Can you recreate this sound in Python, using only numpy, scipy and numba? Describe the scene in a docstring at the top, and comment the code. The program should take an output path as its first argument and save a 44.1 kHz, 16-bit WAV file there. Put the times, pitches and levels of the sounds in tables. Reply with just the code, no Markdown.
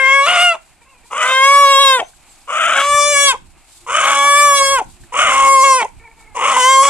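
"""A rooster squawks six times, close to a two-port microphone in a farmyard.
The first squawk is already in full harmonic cry; each later one starts as a chaotic rasp of the
membranes ringing throat and beak, then locks into the cry. All but the last collapse in a short croak.
Behind it: another fowl far off, a small bird, a few ticks, yard hiss and wind on the ports."""
import sys
import numpy as np
from scipy import signal
from scipy.fft import rfft, irfft
from scipy.io import wavfile
from scipy.ndimage import uniform_filter1d, map_coordinates
from numba import njit

SR = 44100
rng = np.random.default_rng(int(sys.argv[2]) if len(sys.argv) > 2 else 0)


def master(y):
    """Save y as 16-bit WAV."""
    cut = np.clip(np.atleast_2d(y).T, -1, 1)
    pcm = np.round(cut * 32767)  # scale
    wavfile.write(sys.argv[1], SR, pcm.astype(np.int16))


N = 303849

# per cry: time_s, first_partial_db, second_partial_db, beak_db, opening_ratio, odd_db, treble_db
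CRY_LEVELS = [
    [(0.0, -27, -23.5, -16.5, 0.15, 2, -36.5), (0.112, -23.5, -15.5, -11, 0.45, 0, -37),
     (0.144, -24, -14, -8.5, 0.47, -2.5, -35), (0.2, -24, -12.5, -14.5, 0.13, -1, -31),
     (0.242, -25, -14.5, -20, 0.9, 0, -32), (0.322, -18, -20.5, -19.5, 0.43, -2, -29),
     (0.336, -20, -17.5, -22.5, 0.42, 5.5, -35), (0.43, -16.5, -15, -14, 0.41, 0, -23.5),
     (0.498, -19.5, -17, -12.5, 0.17, -7, -34), (0.524, -21.5, -18, -21, 0.5, 4.5, -39),
     (0.555, -29, -35, -48.5, 0.35, -0.5, -54)],
    [(1.24, -35, -23.5, -19, 0, -2, -36), (1.3, -28, -17.5, -17, 0.5, 2, -34.5),
     (1.424, -22.5, -11.5, -10.5, 0.13, -4, -29), (1.448, -22, -10, -9.5, 0.4, -1, -24.5),
     (1.506, -21, -8.5, -13.5, 0.36, -5, -25.5), (1.648, -18, -7.5, -15.5, 0.5, -1, -25.5),
     (1.88, -21, -10.5, -15, 0.83, 1.5, -24), (1.946, -20.5, -11, -15.5, 0.53, 1, -27),
     (1.984, -28, -19, -31.5, 0.37, 7.5, -35.5), (1.996, -27, -36, -21.5, 0.33, -3, -43),
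     (2.003, -33, -31, -20.5, 0.99, 1, -41.5)],
    [(2.78, -26, -21, -16, 0.51, -0.5, -34), (2.84, -26, -17.5, -22.5, 0.59, 1.5, -29),
     (2.866, -24, -15, -23.5, 0.61, -2, -30.5), (2.948, -21.5, -10.5, -18.5, 0.2, 0, -22),
     (3.016, -19.5, -12, -19, 0.54, -3, -16.5), (3.138, -19, -26, -17.5, 0.57, 1, -20),
     (3.164, -25, -18, -15, 0.27, 2, -17), (3.244, -22, -21.5, -13, 0.5, -1.5, -16.5),
     (3.292, -29, -12, -12, 0.9, -2, -16.5), (3.318, -43, -17, -22, 0.62, 8.5, -24),
     (3.345, -36, -27.5, -45, 0.62, 5, -55)],
    [(4.06, -32, -18.5, -19, 0.61, -1.5, -27.5), (4.084, -31, -20, -21, 0.43, -2.5, -28.5),
     (4.186, -26, -12, -18.5, 0.63, -1, -27.5), (4.394, -21.5, -9, -14, 0.25, -0.5, -16),
     (4.52, -21, -9.5, -18.5, 0.5, 0.5, -21), (4.584, -23, -19, -16, 0.88, -0.5, -16),
     (4.618, -19.5, -9, -21, 0.57, 0, -20.5), (4.65, -23.5, -19.5, -16.5, 0.5, -1, -18),
     (4.744, -20.5, -12, -23.5, 0.5, 4, -22), (4.778, -31.5, -16.5, -23.5, 0.5, 8, -32.5),
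     (4.8, -43, -25, -35.5, 0.5, 10, -39)],
    [(5.29, -34, -27, -18, 0.3, 1, -41), (5.31, -32, -17.5, -21.5, 0.47, 1, -30),
     (5.414, -27, -9.5, -19, 0.63, -4.5, -33), (5.53, -21.5, -8, -19.5, 0.46, -6, -19),
     (5.572, -22, -7.5, -19.5, 0.47, -5, -23), (5.626, -23, -9, -24.5, 0.5, -4, -18.5),
     (5.648, -21.5, -7, -13.5, 0.66, -0.5, -22), (5.69, -22, -8.5, -18.5, 0.49, -0.5, -19),
     (5.76, -23.5, -10.5, -26.5, 0.49, 5.5, -21), (5.808, -30, -22, -23, 0.45, 8, -31),
     (5.83, -32, -22, -37, 0.58, 12.5, -39)],
    [(6.52, -47, -15.5, -32, 0.5, 7, -30), (6.554, -32, -24, -18.5, 0.45, -4, -48),
     (6.566, -28.5, -7.5, -25.5, 0.3, 5, -29), (6.628, -24, -16, -17, 0.46, 2, -18),
     (6.662, -24.5, -8.5, -18.5, 0.44, 3, -19.5), (6.746, -22.5, -10, -13, 0.47, -4.5, -20.5),
     (6.83, -21.5, -6.5, -25.5, 0.5, -5, -19), (6.846, -23, -14.5, -15, 0.5, -6, -22),
     (6.856, -22, -8, -26, 0.6, -6, -23), (6.89, -24, -13, -15, 0.5, -2, -20)],
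]
# per cry: time_s, pitch_hz
CRY_PITCH = [
    [(0.0, 538), (0.044, 527), (0.15, 550), (0.228, 554.3), (0.262, 582.7), (0.272, 671), (0.29, 701),
     (0.311, 724), (0.367, 710), (0.377, 689.3), (0.439, 719), (0.49, 698.2), (0.555, 635.4)],
    [(1.24, 495.4), (1.28, 518.3), (1.4, 532), (1.434, 542), (1.518, 562), (1.602, 565.6), (1.67, 553),
     (1.788, 543.4), (1.802, 559.6), (1.848, 547.3), (1.9, 534.5), (1.96, 512), (2.003, 450.4)],
    [(2.78, 552.0), (2.81, 555.6), (2.878, 576.3), (2.97, 582.6), (3.118, 584), (3.15, 571.4),
     (3.19, 563.6), (3.23, 568), (3.276, 559), (3.32, 509.7), (3.336, 447), (3.345, 425.3)],
    [(4.06, 544.6), (4.106, 567), (4.132, 555.9), (4.25, 568.3), (4.38, 575), (4.42, 584.5), (4.532, 563.3),
     (4.684, 543.4), (4.716, 554), (4.75, 542), (4.78, 499), (4.8, 435)],
    [(5.29, 519.3), (5.335, 537), (5.406, 540.6), (5.53, 544), (5.57, 533.7), (5.626, 527.7),
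     (5.642, 551.4), (5.778, 513), (5.822, 445.7), (5.83, 424.6)],
    [(6.52, 541.5), (6.548, 498), (6.584, 518), (6.622, 500.3), (6.71, 532), (6.814, 537.8), (6.834, 552),
     (6.89, 559)],
]
# per cry: offset_db for each of partials 3-7, offset_db for 8-10 together
CRY_TINT = [(-7, 0.022, -13, -11, -18.5, -8.5), (-5, -4, -9.5, -7, -7.5, -4),
            (-7, -3.5, -12, -7, -10.5, -8), (-5, -2.86, -15, -5.5, -16.5, -8.5),
            (-8.5, -1.6, -7.5, -12.5, -18, -10), (-7.5, -2.67, -17.5, -3, -16, -9)]
# beak shut to open: gain_db for each of partials 3-7, gain_db for 8-10 together
OPENING_GAIN_DB = (-10, -4, 10.5, 8.5, 22.5, 7.5)
# partials 3-7: share_ratio of odd_db
ODD_WEIGHTS = (1.1, 0, 1.2, 0.28, 0.95)
# envelope of partials 8-27: freq_hz, gain_db
UPPER_SPECTRUM = [(2350, -43.5), (4000, -12.5), (5200, -11), (5840, -4.5), (6110, -7), (6680, -7.5),
                  (7680, -1), (8490, -5), (9980, -10.5), (10400, -10.5), (15200, -44.5)]
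# per cry, octave above 9 kHz: tilt_db
TOP_OCTAVE_DB = (0, 9, -1, 9, -2, -6)
# half-pitch lines per cry: start_db, hold_s, end_db
HALF_PITCH_LEVELS = [(-45, 0.027, -37.5), (-45.5, 0.18, -30.5), (-40.5, 0.034, -57), (-35.5, 0.21, -38),
                     (-35.5, 0.19, -30.5), (-35.5, 0.066, -26)]
# half-pitch envelope: freq_hz, gain_db
HALF_PITCH_SPECTRUM = [(300, -9.5), (850, 8.5), (1400, 1.5), (2200, -20), (3200, -1), (4800, -19.5),
                       (8000, -14.5), (12000, -36.5)]
# rasp before, inside, after a cry:
# start_s, full_s, fading_s, end_s, throat_db, throat_hz, beak_db, treble_db
ONSET_BURSTS = [(1.105, 1.215, 1.32, 1.347, -17, 1249, -21, -30),
                (2.476, 2.62, 2.81, 2.868, -13.5, 1332, -17.5, -29.5),
                (3.866, 3.96, 4.13, 4.21, -14, 1276, -17.5, -23.5),
                (5.123, 5.2, 5.3, 5.48, -12, 1216, -14, -23.5),
                (6.348, 6.46, 6.52, 6.65, -14, 1103, -17, -24.5)]
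BREAK_BURSTS = [(.262, .285, 0.41, .5, -15, 1164, -20, -29), (5.625, 5.64, 5.7, 5.67, -33, 1102, -40, -29),
                (6.833, 6.852, 6.858, 6.89, -21, 1105, -23, -21.5)]
CROAK_BURSTS = [(.53, .55, .565, .585, -27, 1000, -38, -46),
                (1.993, 2.013, 2.03, 2.045, -19, 760, -36, -45),
                (3.325, 3.345, 3.36, 3.375, -23, 980, -38, -43),
                (4.787, 4.807, 4.82, 4.835, -15, 815, -38, -41),
                (5.803, 5.825, 5.86, 5.878, -19, 870, -33, -40)]
# burst at start, attack, full, fading, end: throat_db, throat_hz_ratio, beak_db, treble_db
ONSET_COURSE = [(-20, .8, -28.5, -25.5), (-9, .85, -14, -13), (0, 0.99, 0, -1.5), (-3, 0.99, -4, -1),
                (-28, .86, -15.5, -4.5)]
BREAK_COURSE = [(-11, 1.02, -3.5, 1), (-2, 1.01, -4, -10), (-0.5, 1, 6, -0.5), (-8.5, 1, -3, -2.5),
                (-23, .97, -16, -2.5)]
CROAK_COURSE = [(-10, 1.08, 2, 5), (-1, 1.01, 0.5, 1), (0, 1, 0, 0), (-5, .93, -8, -7),
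                (-36, .88, -18, -12)]
# throat resonances: throat_hz_ratio, width_hz, gain_db
THROAT_MODES = [(.2, 206.5, -11), (0.502, 131.1, 2), (1.0001, 139, 14.5), (1.22, 138.1, 10)]
# mid and treble beak resonances, throat at 1200 Hz: freq_hz, width_hz, gain_db
BEAK_MODES = [(2217, 380, 4.5), (2982, 110, 6.5), (3306, 240, -2)]
OPEN_BEAK_MODES = [(5100, 84, 6.5), (6580, 1500, 5.5), (8190, 140, 4), (10200, 3000, -5.5)]
# rasp treble: freq_hz, density_db
RASP_SPECTRUM = [(4000, 1.5), (5500, -9.5), (9000, 4), (11000, -14), (12300, -21.5), (15000, -34)]
# beak direction: time_s, left_lag_samples, left_treble_lead_db
BEAK_HEADING = [(0, 3, 11.5), (.5, 2, -0.5), (1.2, -3, 3.5), (1.9, -3.5, 2.5), (2.6, -4, 7),
                (3.3, 4.5, 2.5), (3.9, 3, 2.5), (4.7, 3, 0.5), (5.2, 4, 2), (5.8, 3, 1), (6.4, 3.5, 3.5),
                (6.89, 1.05, 2)]
# rooster drawing air, far fowl, small bird; per note: time_s, nominal_hz, level_db
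INTAKE_NOTES = [
    [(3.77, 335.3, -66.5), (3.86, 353, -52.5)],
    [(4.97, 355, -62.5), (5.05, 346, -51), (5.11, 346.5, -66)],
]
FOWL_NOTES = [
    [(.795, 469, -77), (.82, 467, -48), (.845, 460, -57)],
    [(.855, 530, -52), (.91, 539, -50), (.99, 475, -55)],
    [(1.035, 480, -48.5), (1.1, 500.3, -59)],
    [(5.998, 457, -48.5), (6.05, 458, -41), (6.13, 450, -51)],
    [(6.16, 451, -54), (6.21, 453.7, -47.5), (6.34, 421.5, -52)],
]
BIRD_NOTES = [
    [(2.03, 6100, -52), (2.07, 6360, -47), (2.13, 6300, -71)],
    [(2.24, 8930, -76.5), (2.3, 8000, -51), (2.33, 7550, -47), (2.34, 7400, -80)],
]
# far fowl partials: pitch_ratio, gain_db
FOWL_PARTIALS = [(1, -11), (2, -4.5), (3, -15), (4, -12), (5, -3.5), (6, -66)]
# contacts: start_s, peak_db, nominal_hz (band at 0.71-0.76 of it)
TICK_EVENTS = [(0.715, -57, 2740), (1.043, -56, 977), (2.134, -44, 2130), (2.189, -56, 7910),
               (2.359, -41.5, 8360), (2.416, -46, 7000), (5.036, -39.5, 2380), (5.037, -48.5, 7060)]
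# murmur and hiss: freq_hz, density_db
YARD_SPECTRUM = [(150, -36), (250, -4.5), (489, -11), (790, -0.5), (1190, -6), (1930, -9.5), (2250, -5),
                 (2460, -3.5), (5800, -18), (7760, -9), (15200, -27)]
# hiss swells: centre_s, half_length_s, gain_db
HISS_SWELLS = [(0.705, .05, 2.5), (1.09, 0.038, 5.5), (2.098, 0.099, 4.5), (2.337, 0.16, 7),
               (3.757, 0.1, 12), (4.924, 0.071, 8), (5.037, 0.029, 8.5), (6.203, .04, 5)]
# wind strength: time_s, level_db
WIND_LEVELS = [(0.0, -57.5), (2.82, -56.5), (2.9, -41), (3.03, -49.5), (3.09, -36.5), (3.22, -49),
               (3.49, -49.5), (3.68, -55.5), (4.45, -50), (4.47, -44), (4.83, -49), (4.87, -36),
               (4.91, -47), (5.39, -45), (5.76, -57.5), (5.97, -50), (6.75, -55), (6.89, -43.5)]
# wind on the ports: freq_hz, density_db
WIND_SPECTRUM = [(8.8, -39), (15, 4), (32, 4.5), (73, -2), (168, -10), (312, -14.5), (363, -9.5),
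                 (400, -23), (520, -52.5), (880, -120)]

SETTLE_S, SETTLED_DB, FLARE_S = 0.1, -65.5, 0.049   # half-pitch lines
VALLEY_HZ, VALLEY_WIDTH_HZ, VALLEY_DB = 4170, 390, -20   # fills as the beak opens
BURST_ATTACK_S = .018
YARD_T60_S, ECHO_DB = 0.23, -24
MURMUR_DB, HISS_DB, DUCK_DB = -56, -57, -27.5
CUTOFF_HZ = 15400


def cry():
    """Locked membranes: harmonics, hoarse where cycles are unsteady. Returns sound and gate."""
    gate, (first_db, second_db, beak_db, opening, odd_db, treble_db) = gated(CRY_LEVELS, 0.1, 0.011)
    *tints_db, brass_db = per_cry(CRY_TINT)
    low_db = [first_db, second_db]
    for weight, tint_db, open_db in zip(ODD_WEIGHTS, tints_db, OPENING_GAIN_DB):
        low_db.append(beak_db + tint_db + open_db * (opening - .5) + odd_db * weight)
    brass_db = treble_db + brass_db + OPENING_GAIN_DB[-1] * (opening - .5)
    pitch_hz, = curves([row for rows in CRY_PITCH for row in rows])
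    phase = 2 * np.pi * np.cumsum(pitch_hz * (1 + 0.003 * drift(27) + 0.00134 * drift(80))) / SR
    half_db = alternation_db()
    # roughness grows with alternation and with the share of rasp
    rough = np.clip(0.0017 + 0.38 * from_db(half_db - np.max(low_db, axis=0)), 0, .8)
    rasping, (_, _, rasp_beak_db, rasp_treble_db) = gated(bursts(), 0.018, .03)
    haze = rough + rasping * np.clip(.45 * from_db(rasp_treble_db - treble_db), 0, .5)
    hoarse = rough + rasping * np.clip(.4 * from_db(rasp_beak_db - beak_db), 0, .4)
    voice = low_partials(pitch_hz, phase, low_db, opening, hoarse)
    voice += high_partials(pitch_hz, phase, brass_db, treble_db, haze)
    voice += half_pitch_lines(pitch_hz, phase, half_db)
    return np.sqrt(2) * gate * voice, gate


def low_partials(pitch_hz, phase, levels_db, opening, hoarse):
    """Partials 1-7; uneven cycles blur the higher ones most."""
    out, jitter_rad = 0, .45 * hoarse * drift(120)
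    depth_db = VALLEY_DB * np.clip(1 - opening, 0, 1)
    for k, level_db in enumerate(levels_db, 1):
        valley_db = depth_db * np.exp(-((k * pitch_hz - VALLEY_HZ) / VALLEY_WIDTH_HZ) ** 2)
        port_db = .35 * k * (1.5 * np.tanh(drift(9)) + np.tanh([drift(7), drift(9)]))
        gain = from_db(level_db + valley_db + port_db + 0.62 * drift(25))
        shimmer = 1 + 0.2 * k * hoarse * drift(170)
        out += gain * shimmer * np.sin(k * (phase - 1.3 + jitter_rad))
    return out


def high_partials(pitch_hz, phase, brass_db, treble_db, haze):
    """Partials 8-27; the moving head and nearby surfaces make each swell and slip at each port."""
    tilt_db, = per_cry([(db,) for db in TOP_OCTAVE_DB])
    out = 0
    for level_db, partials in ((brass_db, range(8, 11)), (treble_db, range(11, 28))):
        lines, power = 0, 1e-9
        for k in partials:
            top_db = tilt_db * np.clip(np.log2(k * pitch_hz / 9000), 0, 1)
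            gain = from_db(at_hz(UPPER_SPECTRUM, k * pitch_hz) + top_db)
            swell = from_db(6 * np.tanh(.5 * (drift(8) + np.array([drift(8), drift(8)]))))
            slip_rad = 0.71 * drift(7.1) * np.array([[1], [-1]])
            slip_rad += (.04 + 2.5 * haze) * drift(200)
            lines += gain * swell * np.sin(k * phase - 0.1434 * k * k + slip_rad)
            power += gain ** 2
        out += from_db(level_db) * lines / np.sqrt(power)
    return out


def half_pitch_lines(pitch_hz, phase, level_db):
    """Alternating strong and weak cycles add lines between the harmonics."""
    level_db = level_db - 3 * np.clip(-44 - level_db, 0, 20)   # weak alternation dies out
    out = 0
    for k in np.arange(.5, 20):
        line_db = at_hz(HALF_PITCH_SPECTRUM, k * pitch_hz) + 2.0 * drift(40)
        out += from_db(level_db + line_db) * np.sin(k * phase + k * k + .5 * drift(60))
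    return out


def alternation_db():
    """Strong-weak alternation holds, settles, then flares as the cry collapses."""
    rows = []
    for course, (start_db, hold_s, end_db) in zip(CRY_LEVELS, HALF_PITCH_LEVELS):
        start_s, end_s = course[0][0], course[-1][0]
        rows += [(start_s, start_db), (start_s + hold_s, start_db),
                 (start_s + hold_s + SETTLE_S, SETTLED_DB),
                 (end_s - FLARE_S, SETTLED_DB), (end_s, end_db)]
    return curves(rows)[0]


def rasp(cry_gate):
    """Chaotic membranes: uneven slaps and turbulence ring throat, beak and treble."""
    in_cry = np.array([cry_gate[round(rows[0][0] * SR)] > .5 for rows in bursts()])
    rise_s = np.where(in_cry, .012, .003)
    gate, (throat_db, throat_hz, beak_db, treble_db) = gated(bursts(), rise_s, 0.057)
    slap_hz = .48 * throat_hz * np.exp(.1 * drift(30) + .07 * drift(250))
    slaps = np.diff(np.floor(np.cumsum(slap_hz) / SR), prepend=0)
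    slaps *= from_db(7.4 * np.tanh(0.68 * drift(230)))
    source = unit_rms(slaps) + .55 * rng.standard_normal(N)
    stretch = throat_hz / 1200   # a stretched neck moves throat and beak modes
    throat = from_db(throat_db) * resonances(source, THROAT_MODES, throat_hz)
    beak = from_db(beak_db) * butter(resonances(source, BEAK_MODES, stretch ** 0.27), 2, 1300, "high")
    body = butter(throat + beak, 14, 3550)
    turbulence = source + 3.6 * rng.standard_normal((2, N))
    air = np.array([resonances(port, OPEN_BEAK_MODES, stretch ** 0.091) for port in turbulence])
    air = colour(air, RASP_SPECTRUM, 5200, 12500)
    air /= np.sqrt(uniform_filter1d(air ** 2, size=1300))
    rattle = from_db(1.5 * drift(70))
    return gate * rattle * (body + from_db(treble_db + 3.68 * drift(110)) * air)


def bursts():
    """Rasp bursts in time order, each as rows: time_s, throat_db, throat_hz, beak_db, treble_db."""
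    out = []
    for rows, course in ((ONSET_BURSTS, ONSET_COURSE), (BREAK_BURSTS, BREAK_COURSE),
                         (CROAK_BURSTS, CROAK_COURSE)):
        for start_s, full_s, fading_s, end_s, throat_db, throat_hz, beak_db, treble_db in rows:
            times_s = start_s, start_s + BURST_ATTACK_S, full_s, fading_s, end_s
            out.append([(s, throat_db + throat, throat_hz * ratio, beak_db + beak, treble_db + treble)
                        for s, (throat, ratio, beak, treble) in zip(times_s, course)])
    return sorted(out)


def at_ports(voice):
    """The ports hear the bird a small lag apart; only short waves cast a shadow between them."""
    lag_samples, pan_db = curves(BEAK_HEADING)
    lows = signal.sosfiltfilt(signal.butter(1, 1800, fs=SR, output="sos"), voice)
    ports = []
    for full, low, side in zip(voice, lows, (1, -1)):
        shaded = low + (full - low) * from_db(side * pan_db / 2)
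        ports.append(map_coordinates(shaded, [np.arange(N) - side * lag_samples / 2], mode="nearest"))
    return np.array(ports)


def echoes(x):
    """Fences and sheds return a faint dull wash."""
    t = np.arange(SR // 2) / SR
    wash = rng.standard_normal((2, len(t))) * from_db(-60 * t / YARD_T60_S) * (t > .008)
    wash = butter(wash, 1, 3500)
    wash /= np.sqrt(np.sum(wash ** 2, axis=1, keepdims=True))
    return from_db(ECHO_DB) * signal.fftconvolve(x, wash, axes=1)[:, :N]


def whistle(notes, partials, waver):
    """Faint call or breath: tones wavering in pitch and level. Partials: pitch_ratio, gain_db."""
    gate, (pitch_hz, level_db) = gated(notes, 0.0029, 0.022)
    phase = 2 * np.pi * np.cumsum(pitch_hz * (1 + waver * drift(51.7))) / SR
    out = 0
    for ratio, gain_db in partials:
        flicker_db = 1.44 * drift(17) + 200 * waver * drift(82)
        out += from_db(level_db + gain_db + flicker_db) * np.sin(ratio * phase)
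    return gate * out


def ticks():
    """Small dry contacts of wire, grit and claws."""
    out, t = np.zeros(N), np.arange(400) / SR
    for start_s, peak_db, nominal_hz in TICK_EVENTS:
        burst = rng.standard_normal(len(t)) * np.exp(-t / 0.0036)
        burst = butter(burst, 1, [nominal_hz * 0.71, nominal_hz * 0.76], "band")
        start = round(start_s * SR)
        out[start:start + len(t)] += from_db(peak_db) * burst / np.abs(burst).max()
    return out


def yard():
    """Distant murmur and leafy hiss, partly shared by both ports."""
    t = np.arange(N) / SR
    swell_db = sum(db * np.exp(-((t - s) / half_s) ** 2) for s, half_s, db in HISS_SWELLS)
    shared = rng.standard_normal(N)
    murmur = colour(shared + .5 * rng.standard_normal((2, N)), YARD_SPECTRUM, 190, 2800)
    hiss = colour(0.31 * shared + rng.standard_normal((2, N)), YARD_SPECTRUM, 3800, 12500)
    murmur *= from_db(MURMUR_DB + 1.1 * drift(22) + 1.5 * drift(5))
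    hiss *= from_db(HISS_DB + swell_db + 1.7 * drift(25))
    return murmur + hiss


def wind():
    """Lumpy low noise, mostly separate at each port; stronger wind is gustier."""
    level_db, = curves(WIND_LEVELS)
    gust_db = 0.25 * (level_db - level_db.min() + 4) * drift(9)
    port_db = 1.5 * np.array([drift(8), drift(8)]) + [[-1], [3]]
    noise = rng.standard_normal((2, N)) + .5 * rng.standard_normal(N)
    return from_db(level_db + gust_db + port_db) * colour(noise, WIND_SPECTRUM, 11, 370)


def from_db(db):
    """Decibels to gain."""
    return 10 ** (np.asarray(db) / 20)


def unit_rms(x):
    """Scale to rms 1."""
    return x / np.sqrt(np.mean(x ** 2) + 1e-20)


def curves(rows):
    """Columns after time_s, interpolated per sample."""
    times_s, *columns = np.transpose(rows)
    return [np.interp(np.arange(N) / SR, times_s, column) for column in columns]


def per_cry(settings):
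    """Curves holding one row of settings through each cry."""
    return curves([(rows[end][0], *row) for rows, row in zip(CRY_LEVELS, settings) for end in (0, -1)])


def gated(events, rise_s, fall_s):
    """A gate open during each event, and the events' curves."""
    t, gate = np.arange(N) / SR, 0
    for rows, lead_s in zip(events, rise_s * np.ones(len(events))):
        ramp = np.minimum(1 + (t - rows[0][0]) / lead_s, 1 + (rows[-1][0] - t) / fall_s)
        gate += np.clip(ramp, 0, 1) ** 2
    return np.minimum(gate, 1), curves([row for rows in events for row in rows])


def at_hz(spectrum, hz):
    """Spectrum in dB, interpolated over log frequency."""
    points_hz, points_db = np.transpose(spectrum)
    return np.interp(np.log(hz), np.log(points_hz), points_db)


def drift(rate_hz):
    """Slow random wander, rms 1."""
    pole = np.exp(-80 * np.pi * rate_hz / SR)   # one step per 40 samples
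    slow = signal.lfilter([1], [1, -2 * pole, pole * pole], rng.standard_normal(N // 40 + 2002))[2000:]
    return np.interp(np.arange(N) / 40, np.arange(len(slow)), unit_rms(slow))


def butter(x, order, edge_hz, kind="low"):
    """Causal maximally flat filter."""
    return signal.sosfilt(signal.butter(order, edge_hz, kind, fs=SR, output="sos"), x)


def colour(x, spectrum, low_hz, high_hz):
    """Shape x by a spectrum between two edges; rms 1."""
    hz = np.maximum(np.arange(N // 2 + 1) * SR / N, 1)
    edges = 1 / np.sqrt((1 + (low_hz / hz) ** 12) * (1 + (hz / high_hz) ** 12))
    return unit_rms(irfft(rfft(x) * from_db(at_hz(spectrum, hz)) * edges, N))


@njit
def resonate(x, centre_hz, width_hz):
    """Two-pole resonance with a moving centre, peak gain 1."""
    step_rad, r = 2 * np.pi * centre_hz / SR, np.exp(-np.pi * width_hz / SR)
    y = np.zeros(len(x))
    for i in range(2, len(x)):
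        drive = (1 - r * r) / 2 * (x[i] - x[i - 2])
        y[i] = drive + 2 * r * np.cos(step_rad[i]) * y[i - 1] - r * r * y[i - 2]
    return y


def resonances(x, modes, scale):
    """Parallel resonances of alternating sign, level evened over 30 ms."""
    out = sum((-1) ** k * from_db(gain_db) * resonate(x, centre * scale, width_hz)
              for k, (centre, width_hz, gain_db) in enumerate(modes))
    return out / np.sqrt(uniform_filter1d(out ** 2, size=1300) + 1e-12)


def scene():
    """Rooster in front; the yard's murmur and hiss sink under each cry."""
    cries, cry_gate = cry()
    rooster = at_ports(cries + rasp(cry_gate))
    far_fowl = whistle(FOWL_NOTES, FOWL_PARTIALS, waver=.022)
    small_bird = whistle(BIRD_NOTES, [(0.98, 0)], waver=0.0009)
    intake = whistle(INTAKE_NOTES, [(0.99, 0)], waver=0.0039)
    birds = rooster + echoes(rooster) + intake + far_fowl + small_bird
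    return birds + ticks() + yard() * from_db(DUCK_DB * cry_gate) + wind()


def record(dry):
    """Peaks rounded near full scale, then a steep low-pass."""
    rounded = dry / (1 + np.abs(dry) ** 5) ** (1 / 5)
    lowpass = signal.cheby2(12, 70, CUTOFF_HZ, fs=SR, output="sos")
    return np.clip(signal.sosfilt(lowpass, rounded), -1, 1)


dry = scene()
out = record(dry)
master(out)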